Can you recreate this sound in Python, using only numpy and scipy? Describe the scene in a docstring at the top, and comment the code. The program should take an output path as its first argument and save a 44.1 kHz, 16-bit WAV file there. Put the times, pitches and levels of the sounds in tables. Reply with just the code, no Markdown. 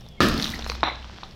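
"""A sealed plastic cup bursts on a tiled floor in a hard room under a slowly rolling car tyre.
The pop is struck modes with a booming noise tail, and the flattened plastic snaps through resonances
and buckles in low tones with room echoes. The tyre hums, rumbles and squeaks in tones and narrow noise,
granules hiss over the tiles as random clicks, and a late knock rattles and sets some metal ringing."""
import sys
import numpy as np
from scipy import signal
from scipy.fft import rfft, irfft
from scipy.io import wavfile
from scipy.ndimage import uniform_filter1d

SR = 44100
rng = np.random.default_rng(int(sys.argv[2]) if len(sys.argv) > 2 else 0)


def generate_wav(sig):
    """Save sig (samples, or channels by samples) to the path in sys.argv[1] as 16-bit PCM at SR."""
    pcm = np.round(np.clip(np.atleast_2d(sig).T, -1, 1) * 32767).astype(np.int16)
    wavfile.write(sys.argv[1], SR, pcm)


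N = 59535
T = np.arange(N) / SR  # s
POP_S = 0.2052  # moment the cup bursts

# bright colour of granules on tile, also of the snaps' ticks: f/Hz, relative level/dB
HISS_COLOUR = [(5500, -10), (7000, -1), (9500, -2), (11800, 0), (14000, -3), (15700, -6), (16200, -12)]


def amp(db):
    """Decibels to amplitude."""
    return 10 ** (np.asarray(db) / 20)


def level(curve):
    """Amplitude over the whole scene from breakpoints of t/s, level/dB."""
    return amp(np.interp(T, *np.transpose(curve)))


def evened(x):
    """Scales x to rms 1."""
    return x / np.sqrt(np.mean(x ** 2) + 1e-20)


def read(points, hz):
    """Reads a curve over frequency, interpolating along log frequency."""
    f, value = np.transpose(points)
    return np.interp(np.log(hz + 1), np.log(f + 1), value)


def coloured(x, colour):
    """Filters x to a spectrum, silent outside its end points, at rms 1."""
    hz = np.fft.rfftfreq(len(x), 1 / SR)
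    inside = (hz >= colour[0][0]) & (hz <= colour[-1][0])
    spectrum = rfft(x) * amp(read(colour, hz)) * inside
    return evened(irfft(spectrum, len(x)))


def add(mix, s, sound):
    """Mixes a sound in at s seconds, cut at the end of the scene."""
    part = mix[round(s * SR):][:len(sound)]
    part += sound[:len(part)]


def resonate(x, hz, width):
    """A resonance of gain 1 that may glide: shift hz down to zero, smooth, shift back."""
    turn = np.exp(2j * np.pi * np.cumsum(hz * np.ones(len(x))) / SR)
    r = np.exp(-np.pi * width / SR)
    smooth = signal.lfilter([1 - r], [1, -r], x / turn)
    return 2 * (turn * smooth).real


def puff(noise, hz, width):
    """A burst through a steep double resonance, peak 1."""
    out = resonate(resonate(noise, hz, width), hz, width)
    return out / abs(out).max()


def ring(modes, t):
    """Dying sines struck at t = 0."""
    return sum(amp(db - 60 * t / t60) * np.sin(2 * np.pi * hz * t) for hz, db, t60 in modes)


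def grains(per_s, spread_db):
    """Random clicks, a few of them large when spread_db is above 0."""
    clicks = rng.standard_normal(N) * (rng.random(N) < per_s / SR)
    return clicks * amp(spread_db * np.minimum(rng.exponential(1, N), 5))


def wavering_tone(hz, width, share):
    """A steady sine plus a share of narrow resonant noise that makes it waver, at rms 1."""
    waver = evened(resonate(rng.standard_normal(N), hz, width))
    return evened(np.sin(2 * np.pi * hz * T) + share * waver)


def tyre():
    """Low hum and rumble of the loaded tyre, thin rubber squeaks, and wavering rings after the pop."""
    # rolling rumble: t/s, level/dB
    rumble = [(0.0, -44.5), (0.164, -53), (0.206, -47), (0.304, -30), (0.45, -41), (0.68, -44.5),
              (1.35, -48.5)]
    # colour of the rumble: f/Hz, relative level/dB
    rumble_colour = [(18, 3.5), (26, 0.5), (33, -8), (45, -11), (97, -5.5), (160, -20.5)]
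    # swells of the hum: t/s, level/dB
    hum = [(0.0, -50), (0.18, -56), (0.228, -37), (0.308, -33), (0.556, -44.5), (0.642, -33), (0.8, -38),
           (1.12, -42.5), (1.16, -52.5), (1.35, -49)]
    # rings after the pop: f/Hz, width/Hz, level/dB, t60/s, waver against the steady tone/ratio
    tyre_rings = [(225.1, 11.4, -30.5, 1.768, 0.136), (446, 10.9, -29, 0.82, 0.93)]
    # rubber squeaks: start/s, end/s, first f/Hz, last f/Hz, level/dB, roughness/0-1
    squeaks = [(0.013, 0.204, 3746, 3109, -57, 0.02), (0.175, 0.199, 2171, 2150, -50.5, 0),
               (0.536, 0.543, 1888, 1985, -24.5, 0.22), (0.548, 0.57, 1954, 1894, -38.5, 0.53),
               (0.627, 0.76, 4220, 4048, -44, 0.8), (0.757, 0.816, 2465, 2530, -48, 0.22)]

    out = level(rumble) * coloured(rng.standard_normal(N), rumble_colour)
    out += level(hum) * wavering_tone(62, width=5.36, share=0.356)
    for start, end, first_hz, last_hz, db, rough in squeaks:
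        hz = np.linspace(first_hz, last_hz, round((end - start) * SR))
        whistle = np.sin(2 * np.pi * np.cumsum(hz) / SR)
        fuzz = evened(puff(rng.standard_normal(len(hz)), hz, width=170))
        tone = (1 - rough) * whistle + rough * fuzz
        add(out, start, amp(db) * signal.windows.tukey(len(hz), 0.3) * tone)
    for hz, width, db, t60, share in tyre_rings:
        add(out, POP_S, amp(db - 60 * T / t60) * wavering_tone(hz, width, share))
    return out


def scatter():
    """Dense small cracks of plastic, and granules skittering on tile, as coloured random clicks."""
    # small cracks: t/s, level/dB
    crackle = [(0.0, -57), (0.258, -67), (0.382, -35), (0.634, -43), (0.766, -46), (0.966, -51),
               (1.222, -48.5), (1.35, -55.5)]
    # colour of the cracks: f/Hz, relative level/dB
    crackle_colour = [(180, -12), (300, 11), (453, -6), (586, 1), (725, 4), (2080, 2), (2680, -0.5),
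                      (4110, 2), (5320, -1), (9000, -25.5), (11700, -67), (19800, -120)]
    # granules on tile: t/s, level/dB
    hiss = [(0, -70), (.203, -80.5), (.207, -48), (.235, -40.5), (.3, -50), (.34, -59), (.43, -47),
            (.55, -55.5), (.6, -63.5), (.65, -65.5), (.68, -53), (.76, -62.5), (.79, -87), (1.35, -72.5)]

    cracks = coloured(grains(per_s=6000, spread_db=2.55), crackle_colour)
    granules = coloured(grains(per_s=15000, spread_db=2.94), HISS_COLOUR)
    return level(crackle) * cracks + level(hiss) * granules


def floor_noise():
    """Steady background noise under everything."""
    # colour of the background: f/Hz, relative level/dB
    floor_colour = [(71, -30.5), (120, 8), (200, 4.5), (314, -11.5), (362, -3.5), (805, -10), (1580, -26.5),
                    (2990, -14), (3450, -11.5), (3820, -24), (5410, -29), (16000, -61)]
    return amp(-49.5) * coloured(rng.standard_normal(N), floor_colour)


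def snaps():
    """Each snap is a crack and some grit through two resonances, plus a treble tick on its own track."""
    # sharp snaps of plastic: t/s, main peak level/dB, f/Hz, upper ring level/dB, tick level/dB
    snap_table = [(0.0084, -48.5, 3790, -39.5, -69.5), (0.064, -41, 3620, -49.5, -90),
                  (0.0874, -58.5, 3240, -39, -66), (0.2864, -20, 3640, -38.5, -39.5),
                  (0.2974, -21.5, 3930, -38.5, -55), (0.3406, -27, 4000, -22.5, -52.5),
                  (0.3777, -20, 4050, -29, -49), (0.398, -19, 3650, -20.5, -68.5),
                  (0.4157, -23.5, 3960, -30, -63), (0.4246, -12.5, 4217, -23, -51.5),
                  (0.4299, -17, 4350, -45.5, -65.5), (0.4427, -13.5, 4190, -24.5, -58.5),
                  (.4465, -22.5, 3090, -21, -59.5), (0.455, -19.5, 3600, -23.5, -66),
                  (0.4645, -19.5, 3160, -26.5, -66), (0.4709, -20, 3880, -44, -60.5),
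                  (0.4779, -22, 3110, -27, -65), (0.492, -23.5, 3560, -32, -69),
                  (0.502, -34.5, 4000, -26.5, -51.5), (0.5196, -28, 4000, -32, -58.5),
                  (0.5448, -27.5, 3930, -67, -54), (0.5555, -28.5, 4400, -34, -70.5),
                  (0.5924, -28.5, 3400, -25, -68.5), (0.6233, -26.5, 3310, -53.5, -82.5),
                  (0.644, -28.5, 4060, -27.5, -73.5), (0.6628, -31, 2203, -41, -79.5),
                  (0.675, -41, 4000, -29, -70.5), (0.6985, -20, 2630, -31.5, -79.5),
                  (0.6929, -30.5, 3500, -29.5, -79), (0.699, -16.5, 4324, -26, -72.5),
                  (0.7184, -30.5, 2100, -29, -61.5), (0.7491, -38, 4100, -33.5, -67.5),
                  (0.753, -30.5, 3940, -50, -81.5), (0.758, -54.5, 2460, -33.5, -76.5),
                  (0.8066, -31, 3950, -59.5, -73.5), (0.8323, -25.5, 3553, -62, -95.5),
                  (0.837, -21.5, 4140, -60.5, -95.5), (0.8862, -30.5, 3260, -65, -89.5),
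                  (0.9568, -62.5, 3460, -40, -92), (1.027, -31.5, 2796, -65, -80),
                  (1.0444, -31.5, 3020, -43.5, -81.5), (1.1792, -37.5, 3200, -59.5, -85.5),
                  (1.1854, -39, 3560, -52, -87), (1.235, -27.5, 3650, -64.5, -90.5),
                  (1.3108, -37, 4730, -58, -85.5)]
    grit_t60, tick_t60, rise_s = 0.008, 0.005, 0.0001  # s
    upper_hz, q = 5300, 3.6
    crack_share = 4.03  # first crack against the grit behind it

    out, ticks, t = np.zeros(N), np.zeros(N), T[:800]
    rise = np.minimum(t / rise_s, 1)
    for s, db, hz, upper_db, tick_db in snap_table:
        grit = rng.standard_normal(len(t)) * rise * amp(-60 * t / grit_t60)
        burst = grit + crack_share * (t == 0)
        add(out, s, amp(db) * puff(burst, hz, hz / q))
        add(out, s, amp(upper_db) * puff(burst, upper_hz, upper_hz / q))
        treble = coloured(rng.standard_normal(len(t)), HISS_COLOUR)
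        tick = evened(amp(-60 * t / tick_t60) * rise * treble)
        add(ticks, s, amp(tick_db) * tick)
    return out, ticks


def buckles():
    """The cup wall gives way dully: a low tone and an overtone swell and die within a few turns."""
    # dull buckles: t/s, level/dB, f/Hz, turns until the ring is largest
    buckle_table = [(0.063, -41, 590, 0.527), (0.398, -17, 1820, 0.565), (0.455, -19.5, 1495, 0.557),
                    (0.5906, -25.5, 597, 0.41), (0.643, -28, 1770, 0.93), (0.6631, -17.5, 908, 0.285),
                    (0.697, -19, 1095, 0.522), (.697, -27, 477, 0.995), (0.7171, -21.5, 1135, 0.98),
                    (0.751, -24, 1084, 0.32), (0.83, -3, 961, 0.543), (.833, -22, 300, 0.913),
                    (0.8345, -13.5, 1046, 1.564), (0.873, -14, 1107, 0.642), (.877, -24.5, 2150, 1.99),
                    (0.880, -15.5, 930, 0.515), (0.8855, -18.5, 962, 0.456), (.897, -23.5, 2133, 2.678),
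                    (.916, -32.5, 517, 0.672), (1.043, -29, 1123, 0.6), (1.096, -30.5, 915, 0.505),
                    (1.184, -31, 1110, 0.52), (1.231, -23.5, 1050, 0.818)]
    lag_s, overtone_ratio, overtone_db = 0.001203, 2.396, -12

    out, t = np.zeros(N), T[:800]
    for s, db, hz, swell_turns in buckle_table:
        swell = hz * t / swell_turns  # reaches 1 when the ring is largest
        phase = 2 * np.pi * swell_turns * (swell - 1.2)
        overtone_level = amp(overtone_db) / max(swell_turns, 1) ** 2  # slow swells are purer
        shape = np.cos(phase) + overtone_level * np.cos(overtone_ratio * phase)
        envelope = (swell * np.exp(1 - swell)) ** 1.79
        add(out, s + lag_s, -amp(db) * envelope * shape)
    return out


def plastic():
    """The flattened plastic: a body of snaps and buckles under a steep low-pass at 6450 Hz, with bright ticks
    on top."""
    snap_body, ticks = snaps()
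    dulling = signal.butter(8, 6450, fs=SR, output="sos")
    return signal.sosfilt(dulling, snap_body + buckles()) + ticks


def room(x):
    """Sparse echoes off tile and walls, as random clicks of either sign that die away."""
    t60, gap_s = 0.38, 0.004
    taps = np.sign(grains(per_s=2000, spread_db=0)) * amp(-60 * T / t60) * (T > gap_s)
    return signal.fftconvolve(x, taps / np.linalg.norm(taps))[:N]


def pop():
    """Pressure swells, the wall lets go into struck modes, and the burst dies away band by band."""
    # modes of the burst: f/Hz, relative level/dB, t60/s
    pop_modes = [(300, 2, 0.025), (488, 0, 0.0119), (1281, 2, 0.0195), (1770, -5.5, 0.0131),
                 (4000, -3, 0.0046)]
    # colour of the boom: f/Hz, relative level/dB
    boom_colour = [(24, -37), (60, -11), (150, -6), (250, -1.5), (350, -3), (470, -16), (620, -11),
                   (850, -23.5), (1250, -5.5), (1540, -15.5), (1760, -8.5), (2020, -23), (2650, -17),
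                   (5110, -21), (9000, -48.5), (11700, -72)]
    # how long each band booms on: f/Hz, t60/s
    boom_t60 = [(60, 0.63), (150, 1.283), (300, 0.595), (700, 0.717), (1500, 0.538), (3000, 0.563),
                (6000, 0.707)]

    t = T - POP_S
    pressure = 0.334 * np.exp(np.minimum(t, 0) / 0.0007)  # swells e-fold every 0.7 ms
    release = -ring(pop_modes, np.maximum(t, 0))
    out = amp(-8.5) * np.where(t < 0, pressure, release)
    # high-pass near 100 Hz, like a microphone's bass roll-off, keeps the swell from thumping
    out = signal.sosfilt(signal.butter(2, 99.8, "high", fs=SR, output="sos"), out)

    noise = coloured(rng.standard_normal(N), boom_colour)
    hz, at, bands = signal.stft(noise, SR, nperseg=512)
    decay = amp(-60 * at / read(boom_t60, hz)[:, None])
    boom = signal.istft(bands * decay, SR, nperseg=512)[1][:N]
    rise = np.minimum(T / 0.00367, 1)
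    add(out, POP_S, amp(-14.5) * boom * rise)
    return out


def knock():
    """A grainy rattle, and metal modes that ring unevenly at each jolt."""
    # colour of the rattle: f/Hz, relative level/dB
    rattle_colour = [(180, -30), (300, -1.5), (441, -22), (733, -0.5), (900, -6), (2110, -5), (2980, -12.5),
                     (4030, 0), (4620, -32.5), (5830, -50), (8000, -79.5), (10400, -87.5), (17600, -120)]
    # ringing metal: f/Hz, relative level/dB, t60/s
    metal_modes = [(764, -28.5, 0.212), (971, -41.5, 0.4), (1245.6, -22.5, 0.104), (3575, -31, 0.453),
                   (3960, -31, 0.172), (5737, -34.5, 0.108)]
    # jolts to the metal: t/s, relative level/dB
    metal_hits = [(.8365, -13.5), (.86, -8.5), (0.887, -20), (1.233, -21)]
    knock_s, knock_db, knock_t60 = 0.8325, -25, 0.4335  # s, dB, s

    out = np.zeros(N)
    rattle = coloured(grains(per_s=12000, spread_db=1.0), rattle_colour)
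    rise = np.minimum(T / 0.001, 1) ** 2
    add(out, knock_s, amp(knock_db - 60 * T / knock_t60) * rise * rattle)
    for s, db in metal_hits:
        uneven = 1 + 0.5 * evened(uniform_filter1d(rng.standard_normal(N), 300))
        rise = np.minimum(T / 0.00495, 1)
        add(out, s, amp(db) * rise * ring(metal_modes, T) * uneven)
    return out


def scene():
    """All layers summed to one channel; only the plastic is sent to the room echoes."""
    near = plastic()
    echoes = amp(-10.5) * room(near)
    return (tyre() + scatter() + floor_noise() + near + echoes + pop() + knock())[None]


def record(dry):
    """The band limit of the recorder: a steep low-pass at 16150 Hz."""
    low_pass = signal.firwin(2047, 16150, window=("kaiser", 9), fs=SR)
    return signal.oaconvolve(dry, low_pass[None], "same")


dry = scene()
out = record(dry)
generate_wav(out)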